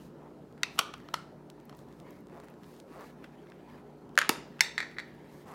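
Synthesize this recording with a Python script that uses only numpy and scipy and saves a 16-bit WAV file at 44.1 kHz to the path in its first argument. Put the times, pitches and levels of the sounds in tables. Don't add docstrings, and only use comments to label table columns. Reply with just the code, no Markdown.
import sys
import numpy as np
from scipy import signal
from scipy.fft import rfft, irfft, next_fast_len
from scipy.io import wavfile
from scipy.ndimage import uniform_filter1d, map_coordinates

SR = 44100
rng = np.random.default_rng(int(sys.argv[2]) if len(sys.argv) > 2 else 0)


def transcribe(u):
    v = np.clip(np.atleast_2d(u).T, -1, 1)
    q = np.round(v * 32767).astype(np.int16)
    wavfile.write(sys.argv[1], SR, q)


def voltage_ratio(level):
    return 10 ** (np.asarray(level, float) / 20)


N = 244311
FAINT_TOP_HZ = 15950


def unit(x):
    return x / np.sqrt(np.mean(x ** 2) + 1e-20)


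def along(points, hz):
    f, v = np.transpose(points)
    return np.interp(np.log(hz + 1), np.log(f + 1), v)


def wobble(rate):
    knots = rng.standard_normal(int(N * rate / SR) + 4)
    return map_coordinates(knots, [np.arange(N) * rate / SR])


def filtered(x, response):
    m = next_fast_len(len(x) + 4096)
    return irfft(rfft(x, m) * response(np.fft.rfftfreq(m, 1 / SR)), m)[:len(x)]


def peak(f, hz, width):
    return 1j * f * width / (hz * hz - f * f + 1j * f * width)


def modes(body):
    return lambda f: sum((-1) ** k * voltage_ratio(db) * peak(f, hz, width) for k, (hz, width, db) in enumerate(body))


def add(track, s, sound):
    part = track[round(s * SR):][:len(sound)]
    part += sound[:len(part)]


def rush(spectrum, grain_db, patchy_db):
    grainy = voltage_ratio(grain_db * wobble(700)) * rng.standard_normal(N)
    z = signal.stft(grainy, nperseg=512)[2]
    field = uniform_filter1d(rng.standard_normal(z.shape), size=4, axis=0)
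    field = uniform_filter1d(field, size=10, axis=1)
    grains = signal.istft(z * voltage_ratio(patchy_db * unit(field)), nperseg=512)[1][:N]
    return unit(filtered(grains, lambda hz: voltage_ratio(along(spectrum, hz))))


def scrape(ms, size):
    u = np.arange(size) / SR / (abs(ms) / 3000)
    burst = rng.standard_normal(size) * u * np.exp(-u)
    for _ in range(3):
        z = rfft(burst)
        even = irfft(z / (np.abs(z) + 0.042 * np.abs(z).mean()), size)
        burst = even * (1 - np.exp(-4 * u)) * np.exp(-u / 4)
    return burst


def share_db(pitch_hz, layer_hz, fall_db, fall_up_db):
    octaves = np.log2(layer_hz / pitch_hz)
    return -fall_up_db * octaves if octaves > 0 else fall_db * octaves


# (frequency [Hz], decay by 60 dB [s])
WALL_DECAY = [(250, 0.77), (800, 0.49), (2000, 0.39), (5500, 0.42), (15000, 0.14)]


def walls():
    hz, t, z = signal.stft(rng.standard_normal(SR // 3), SR, nperseg=256)
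    decay = voltage_ratio(-60 * t / along(WALL_DECAY, hz)[:, None])
    tail = signal.istft(z * decay, SR, nperseg=256)[1]
    t = np.arange(len(tail)) / SR
    tail = tail * np.clip(t / 0.0025, 0, 1) * (1 + 1.9 * np.exp(-t / 0.0066))
    return tail / np.linalg.norm(tail)


def evened(response, blur):
    return response / (np.abs(response) + 1e-3) ** blur


def knocks(body, far, hits, room_db, blur, grip_ms):
    out = np.zeros(N)
    for s, db, scrape_ms, hard_hz, wet_db in hits:
        soft = lambda f: 1 / (1 + 1j * f / hard_hz) ** 2
        blow = filtered(scrape(scrape_ms, size=2048), lambda f: modes(body)(f) * soft(f))
        ms = np.arange(len(blow)) / SR * 1000
        blow = blow * np.exp(-(ms / (abs(scrape_ms) + abs(grip_ms))) ** 2)
        blow = voltage_ratio(db) * blow / np.abs(blow).max()
        echo = filtered(walls(), lambda f: evened(modes(far)(f) * soft(f), blur) * (f < FAINT_TOP_HZ))
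        add(out, s, blow)
        add(out, s, voltage_ratio(room_db + wet_db) * echo * np.linalg.norm(blow) / np.linalg.norm(echo))
    return out


# (frequency [Hz], density [dB per Hz])
AIR_COLOUR = [(15, -68.5), (25, -44.5), (48, -18), (118, -13), (138, -6.5), (266, -6.5), (296, -6),
              (470, -9.5), (952, -20), (1150, -30.5), (1280, -22.5), (2210, -36), (15200, -53.5),
              (16500, -54.5)]
# (frequency [Hz], level [dB rms])
FAN_LINES = [(59.2, -71), (149, -60.5), (186, -62.5), (237, -61.5), (296, -62), (355.5, -63),
             (414.5, -62.5), (545, -69)]
AIR_DB = -52.5


def room_tone():
    t = np.arange(N) / SR
    hum = np.zeros(N)
    for hz, db in FAN_LINES:
        level = voltage_ratio(db + 1.5 + 2.12 * wobble(14))
        hum += level * np.sin(2 * np.pi * hz * t + 0.65 * wobble(4) + 6 * rng.random())
    air_level = voltage_ratio(AIR_DB - 1.5 + 0.42 * wobble(5.6))
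    return hum + air_level * rush(AIR_COLOUR, grain_db=-0.4, patchy_db=2.5)


# (start [s], hold [s], level [dB], pitch [Hz])
RUB_STROKES = [(0, 0.057, -64, 5000), (0.224, 0.058, -56, 714), (0.63, 0.59, -66, 2200),
               (1.695, 0.059, -58.5, 1110), (1.777, 0.027, -68.5, 6000), (1.923, 0.1, -70, 4460),
               (2.068, 0.044, -54.5, 1200), (2.11, 0.062, -65, 3700), (2.312, 0.11, -56, 1060),
               (2.447, 0.07, -66.5, 2000), (2.636, 0.15, -62.5, 4530), (2.9, 0.033, -63.5, 3860),
               (2.956, 0.055, -48, 930), (3.018, 0.059, -57, 3900), (3.14, 0.018, -61, 800),
               (3.237, 0.0084, -62, 2600), (3.333, 0.35, -66, 1670), (3.69, 0.09, -54.5, 1200),
               (1.506, 0.48, -76, 2410), (3.185, 0.0087, -66.5, 1800), (0.756, .03, -65, 8000),
               (4.17, 1.1, -68, 2160), (5.306, 0.11, -61.5, 4200), (5.487, 0.031, -49.5, 970)]
STROKE_RISE_DB_PER_S, STROKE_FADE_DB_PER_S = 348, 229
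STROKE_FALL_DB, STROKE_FALL_UP_DB = 5.5, 12


def strokes(layer_hz, rest_db):
    t = np.arange(0, N / SR + .002, .002)
    power = voltage_ratio(2 * rest_db)
    for s, hold, db, pitch_hz in RUB_STROKES:
        rise_db = STROKE_RISE_DB_PER_S * np.maximum(s - t, 0)
        fade_db = STROKE_FADE_DB_PER_S * np.maximum(t - s - hold, 0)
        layer_db = db + share_db(pitch_hz, layer_hz, STROKE_FALL_DB, STROKE_FALL_UP_DB)
        power = power + voltage_ratio(2 * (layer_db - rise_db - fade_db))
    return np.interp(np.arange(N) / SR, t, np.sqrt(power))


# (frequency [Hz], density [dB per Hz])
PALM = [(250, -17.5), (500, 2), (950, 5), (1500, -8.5), (3000, -44.5)]
FINGERTIP = [(900, -28), (1700, 7), (2600, -0.5), (4200, -7), (7000, -18.5)]
CLOTH = [(2350, -33.5), (4000, -1), (6310, -3.5), (8540, -6.5), (15100, -7), (16200, -13.5), (16500, -52.5)]
# level of palm, fingertip, cloth [dB]
RESTING = (-64.5, -78.5, -84)


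def rubbing():
    slips = wobble(90)
    palm = strokes(570, RESTING[0]) * voltage_ratio(0.6 * slips) * rush(PALM, grain_db=2.0, patchy_db=2.3)
    skin = strokes(2200, RESTING[1]) * voltage_ratio(1.2 * slips) * rush(FINGERTIP, grain_db=1.5, patchy_db=3.0)
    cloth = strokes(7200, RESTING[2]) * voltage_ratio(0.73 * slips) * rush(CLOTH, grain_db=-1.0, patchy_db=0.3)
    return palm + skin + cloth


# (time [s], peak [dB])
THUMB_CRACKLES = [(1.9924, -58), (2.0114, -58), (2.1894, -52), (2.3434, -58), (2.3524, -55), (2.3614, -57),
                  (2.3664, -57), (2.3714, -57), (2.3774, -58), (2.3824, -63), (2.4414, -63), (2.4448, -50),
                  (2.4544, -59), (2.4838, -54), (2.6494, -61), (2.6894, -54), (2.7194, -56), (3.0094, -44),
                  (3.0394, -54), (3.0594, -54)]
CRACKLE_MS, CRACKLE_DB = 0.75, -2


def crackles():
    out = np.zeros(N)
    for s, db in THUMB_CRACKLES:
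        part = filtered(scrape(CRACKLE_MS, size=256), lambda f: peak(f, 5300, 16000))
        add(out, s, voltage_ratio(db + CRACKLE_DB) * part / np.abs(part).max())
    return out


# (time [s], peak [dB], pitch [Hz])
FINGER_TICKS = [(.525, -55.5, 3900), (.9793, -54, 6500), (1.001, -47, 1400), (1.6535, -46.5, 15000),
                (1.61, -57, 8400), (1.661, -63, 4500), (2, -44, 3500), (1.749, -48, 4100),
                (1.79, -42, 2300), (1.769, -52, 14000), (1.6, -52, 3200), (1.886, -54, 2900),
                (1.9256, -52, 3100), (1.5, -39, 3000), (2.1064, -44, 10000), (2.4, -40, 1700),
                (2.5, -54, 12000), (2.2693, -45, 2500), (2.285, -51, 1800), (2.2056, -57, 13000),
                (2.4065, -57, 4500), (2.416, -62, 7000), (5.4055, -59, 4700), (2.4843, -41, 1500),
                (.5779, -48, 1300), (2.539, -49, 1420), (2.297, -52, 1400), (3.5, -48, 3300),
                (2.8, -39, 2900), (4.092, -55.5, 3300), (3.7, -49, 1400), (2.7642, -49.5, 4000),
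                (4.154, -40, 2000), (4.1655, -46, 2300), (4.913, -40, 1100)]
TICK_MS = 2.8
TICK_FALL_DB, TICK_FALL_UP_DB = 12.5, 9


def ticks():
    out = np.zeros(N)
    for s, db, pitch_hz in FINGER_TICKS:
        push = scrape(TICK_MS, size=512)
        for hz, width in [(1400, 1600), (3400, 3800), (6500, 5000), (12500, 8000)]:
            part = filtered(push, lambda f: peak(f, hz, width) ** 2)
            part_db = db + share_db(pitch_hz, hz, TICK_FALL_DB, TICK_FALL_UP_DB)
            add(out, s, voltage_ratio(part_db) * part / np.abs(part).max())
    return out + voltage_ratio(-21.5) * signal.fftconvolve(out, walls())[:N]


# (time [s], slips per second [Hz], level [dB], snap [dB])
THUMB_CREAKS = [
    [(2.324, 150, -59, -84), (2.35, 118, -56, -78), (2.386, 210, -58, -76)],
    [(2.436, 170, -66, -70), (2.46, 190, -68, -74)],
    [(2.9, 150, -61, -78), (2.93, 160, -57, -71), (2.97, 180, -59, -69), (3.0, 187, -50, -77.5),
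     (3.035, 187, -51.5, -80), (3.047, 270, -49, -89)],
    [(5.458, 270, -60, -76), (5.475, 260, -55, -68), (5.495, 220, -51.5, -65), (5.515, 220, -52.5, -65),
     (5.54, 165, -49, -65)],
]
# (frequency [Hz], width [Hz], level [dB])
HELD_CASE = [(487, 360, -2), (1110, 360, 3), (2500, 1700, -24)]


def creaks():
    out, t = np.zeros(N), np.arange(N) / SR
    for rows in THUMB_CREAKS:
        s, rate, db, snap_db = np.transpose(rows)
        turns = np.cumsum(np.interp(t, s, rate) * (1 + .02 * wobble(60))) / SR
        slips = np.diff(np.floor(turns), prepend=0) * voltage_ratio(1.5 * rng.standard_normal(N))
        snaps = filtered(slips, lambda f: 1 / (1 + 1j * f / 250)) * rng.standard_normal(N)
        pushes = unit(filtered(slips, modes(HELD_CASE)))
        snaps = unit(filtered(snaps, lambda f: peak(f, 4600, 12000) ** 2))
        out += pushes * voltage_ratio(np.interp(t, s, db, -200, -200))
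        out += snaps * voltage_ratio(np.interp(t, s, snap_db, -200, -200))
    return out + voltage_ratio(-18.5) * signal.fftconvolve(out, walls())[:N]


# (time [s], peak [dB], scrape length [ms], hardness [Hz], room share [dB])
LID_RIM = [(1200, 220, -5), (1580, 200, 1.5), (2050, 200, -4), (2630, 170, -2.5), (3530, 260, -8),
           (4230, 300, -13), (5300, 780, -14), (7500, 2000, -21), (12000, 4000, -23)]
RIM_TOUCHES = [
    (3.2405, -40, 2.9, 5000, -1),
    (3.243, -38, 2.8, 9000, -4),
    (3.4688, -49, 3.5, 5000, -3),
    (3.5185, -43, 2.6, 3500, -3),
    (4.585, -51, 1.6, 9060, -1),
    (4.592, -35, 3.2, 7000, 1),
    (4.6, -40, 2.5, 4000, -1.5),
]


def rim_touches():
    return knocks(LID_RIM, LID_RIM, RIM_TOUCHES, room_db=-8.0, blur=.2, grip_ms=4.5)


LID_AIR = [(584, 45, 0)]
LID_AIR_HITS = [
    (4.1775, -27, 1.7, 2000, -8),
]


def hollow():
    return knocks(LID_AIR, LID_AIR, LID_AIR_HITS, room_db=-9, blur=0.12, grip_ms=25)


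TABLE_TOP = [(95.5, 82, -10), (214, 96, 1)]
TABLE_THUDS = [
    (0.791, -47, 2.5, 500, -6.5),
    (4.2945, -36, 2.5, 500, -3),
]


def table_top():
    return knocks(TABLE_TOP, TABLE_TOP, TABLE_THUDS, room_db=-9.5, blur=.1, grip_ms=12)


PAD_BASE = [(450, 240, -13.5), (964, 197, -5), (1305, 105, 0.5), (2000, 160, -10), (3060, 300, -9.5),
            (4270, 160, -9), (5380, 410, -12.5), (7540, 4100, -26.5), (10700, 510, -17.5),
            (14000, 1200, -23)]
PAD_BASE_FAR = [(450, 240, -19), (930, 280, -8.5), (1350, 126, 1.5), (2130, 300, -10.5), (3060, 350, -11),
                (4200, 370, -12), (5200, 480, -16.5), (6000, 300, -17), (8000, 4000, -22.5),
                (13000, 3000, -27)]
BASE_TOUCHES = [
    (1.694, -40, 4.6, 14000, -3),
    (1.7262, -43.5, 2, 5000, -2),
    (2.6335, -47, 1.7, 9000, -5),
    (2.6414, -47, 2.6, 4940, 3),
]


def base_touches():
    return knocks(PAD_BASE, PAD_BASE_FAR, BASE_TOUCHES, room_db=-11, blur=.3, grip_ms=4.0)


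BASE_KNOCKS = [
    (1.0866, -34.5, 2.35, 5000, -1),
    (1.1374, -31, 1.1, 2930, -4),
    (1.14, -13.5, 4.1, 11900, -0.091),
]


def base():
    return knocks(PAD_BASE, PAD_BASE_FAR, BASE_KNOCKS, room_db=-10.0, blur=.05, grip_ms=7.8)


PAD_CASE = [(147, 34, -11), (480, 420, -13), (790, 120, -3), (1200, 95, 3), (1520, 51, -1),
            (2350, 120, -26.5), (3040, 840, -4.5), (4600, 208, -6), (5560, 600, -7), (8140, 1816, -13.5),
            (10300, 1700, -11), (15100, 1100, -16)]
PAD_CASE_FAR = [(500, 400, -11.5), (800, 120, -11), (1200, 120, 3), (1496, 52, -2), (2300, 180, -9.5),
                (3200, 340, -5), (3900, 400, -12.5), (4460, 250, -12), (5700, 400, -12.5),
                (8300, 2000, -18), (12000, 5000, -19.5)]
CASE_KNOCKS = [(0.758, -44, 6, 1500, 0), (0.7753, -40, 3.1, 1510, -7.5), (0.782, -32.5, 3.5, 4000, 0),
               (0.7848, -36, 3, 6000, -2), (0.789, -14, 2.1, 9000, 1), (0.7904, -9.5, 2.07, 14000, -0.5),
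               (0.7934, -13.5, 1.9, 5000, 1.5), (0.7965, -29.5, 1.5, 14000, -5),
               (0.7991, -23.5, 1.2, 9300, -11), (0.8098, -28.5, 4.7, 2970, -10.5),
               (0.9366, -30.5, 7.1, 4260, 1.5)]


def case():
    return knocks(PAD_CASE, PAD_CASE_FAR, CASE_KNOCKS, room_db=-8.0, blur=.05, grip_ms=3.4)


BOUNCING_CASE = [(570, 270, -14), (1870, 230, 10), (2410, 310, -3), (3370, 280, -10), (4010, 280, -2),
                 (4490, 73, 1.5), (5600, 360, -12.5), (6120, 180, -11), (7370, 260, -13), (8000, 99, -10.5),
                 (9700, 190, -16), (10850, 500, -25), (13800, 1500, -23.5)]
BOUNCES = [(4.779, -15, 2.18, 9300, -0.5), (4.785, -29, 1.7, 5000, -6), (4.7917, -32, 2.7, 3000, -6),
           (4.803, -17, 1.6, 9300, -1.5), (4.81, -30.5, 3.6, 3000, 0), (4.8267, -25.5, 0.71, 4080, -16),
           (4.831, -29, 0.38, 2990, -11), (4.966, -40, 3.4, 2000, 6), (4.9841, -22, 1.4, 4730, -0.4),
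           (4.9929, -26.5, 2.5, 7900, -7), (4.999, -28, 1.65, 7940, -0.5)]


def bounce():
    return knocks(BOUNCING_CASE, BOUNCING_CASE, BOUNCES, room_db=-4, blur=0.057, grip_ms=8.9)


PAD_STACK = [(251, 83, -3.5), (464, 180, -4), (930, 84, -0.5), (1303, 150, -2.5), (1970, 370, -5),
             (2770, 300, -3.5), (3640, 160, -4), (4800, 760, -7), (7260, 730, -10), (8800, 1500, -10),
             (13370, 8600, -13)]
STACK_KNOCKS = [
    (4.2923, -6, 1, 18000, 1),
    (4.2939, -9.5, 1.86, 3500, 0.2),
    (4.2957, -17.5, 1.1, 900, 1.5),
]


def stack():
    return knocks(PAD_STACK, PAD_STACK, STACK_KNOCKS, room_db=-9.0, blur=.05, grip_ms=5.5)


PLASTIC_TRAY = [(966, 95, -12.5), (1610, 400, -18), (2000, 296, 4), (2500, 200, -16.5), (3510, 110, -8.5),
                (4590, 170, -3), (5470, 91, 4), (6440, 160, -4), (7360, 290, -6), (8320, 200, -16.5),
                (9900, 110, -14.5), (11040, 430, -12), (12100, 510, -19.5), (15100, 810, -19)]
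PLASTIC_TRAY_FAR = [(950, 100, -9), (1720, 97, -6.5), (1940, 370, 1), (2840, 300, -9), (3640, 130, 1),
                    (4610, 160, -5.5), (5380, 78, -2), (6340, 180, -9.5), (7320, 290, -12),
                    (8250, 120, -11), (9840, 150, -15), (11100, 420, -20.5), (12100, 430, -16.5),
                    (15080, 2500, -22.5)]
TRAY_KNOCKS = [
    (4.6067, -6.5, 0.81, 14000, -4),
    (4.6075, -4.5, 1.7, 12000, -0.5),
    (4.6117, -18, 1.4, 4000, -1.5),
]


def tray():
    return knocks(PLASTIC_TRAY, PLASTIC_TRAY_FAR, TRAY_KNOCKS, room_db=-7.5, blur=0.13, grip_ms=5.3)


LID_CATCH = [(1320, 200, -7), (1940, 200, 0.5), (2750, 200, -3.5), (3700, 206, -2), (4520, 350, -6),
             (5470, 200, -8), (6000, 600, -8.5), (7610, 1500, -14), (11000, 3500, -21), (15670, 1400, -22)]
LID_CATCH_FAR = [(955, 240, -7), (1330, 85, -4), (2000, 380, -2.5), (2660, 170, 3.5), (3650, 230, -3),
                 (4300, 300, -5), (4950, 300, -8), (6000, 590, -10), (8000, 2500, -18.5),
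                 (12000, 4000, -22.5)]
CATCH_SNAPS = [
    (0.6323, -8, 1.3, 9240, -2),
    (0.6339, -12, 1, 7000, -8.5),
]


def catch():
    return knocks(LID_CATCH, LID_CATCH_FAR, CATCH_SNAPS, room_db=-7.5, blur=.05, grip_ms=3.0)


PAD_LID = [(586, 48, -7.5), (977, 720, -13), (1385, 480, 1.5), (1756, 406, 3), (3160, 350, -9),
           (4390, 800, -12.5), (6930, 600, -10), (9400, 1500, -17.5), (12900, 4000, -21)]
PAD_LID_FAR = [(570, 120, -16), (1050, 250, -9.5), (1560, 310, -3.5), (2500, 600, -7.5), (3300, 500, -8.5),
               (4200, 700, -13), (5320, 600, -16), (6700, 550, -14.5), (9500, 2000, -18),
               (13000, 4000, -25)]
LID_SNAPS = [
    (4.1764, -4.5, 1.5, 4520, 4.5),
    (4.1877, -7, 2.4, 18200, -3),
    (4.2083, -39, 1.2, 2500, -2.5),
    (4.2139, -15.5, 3.9, 5500, -6),
    (4.219, -17.5, 0.81, 5000, -9.5),
    (4.2212, -22, 0.89, 2500, -14.5),
    (4.228, -22.5, 0.54, 3000, -15.5),
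    (4.234, -26, 1.2, 2200, -12),
    (4.247, -28, 1.16, 2500, 11),
]


def lid():
    return knocks(PAD_LID, PAD_LID_FAR, LID_SNAPS, room_db=-12, blur=.1, grip_ms=3.5)


def scene():
    quiet = rubbing() + room_tone() + creaks() + ticks() + crackles()
    quiet = filtered(quiet, lambda f: f < FAINT_TOP_HZ)
    pads = catch() + case() + (base() + lid()) + (stack() + tray()) + bounce()
    pads = filtered(pads, lambda f: (1j * f / (1j * f + 120)) ** 2)
    touches = rim_touches() + base_touches()
    low = hollow() + table_top()
    return (pads + quiet + touches + low)[None]


def roll_off(x):
    return signal.sosfilt(signal.butter(12, 16970, fs=SR, output="sos"), x)


def record(dry):
    kept = filtered(dry[0], lambda f: 1 / (1 + (f / 16550) ** 240))
    return roll_off(kept[None])


dry = scene()
out = record(dry)
transcribe(out)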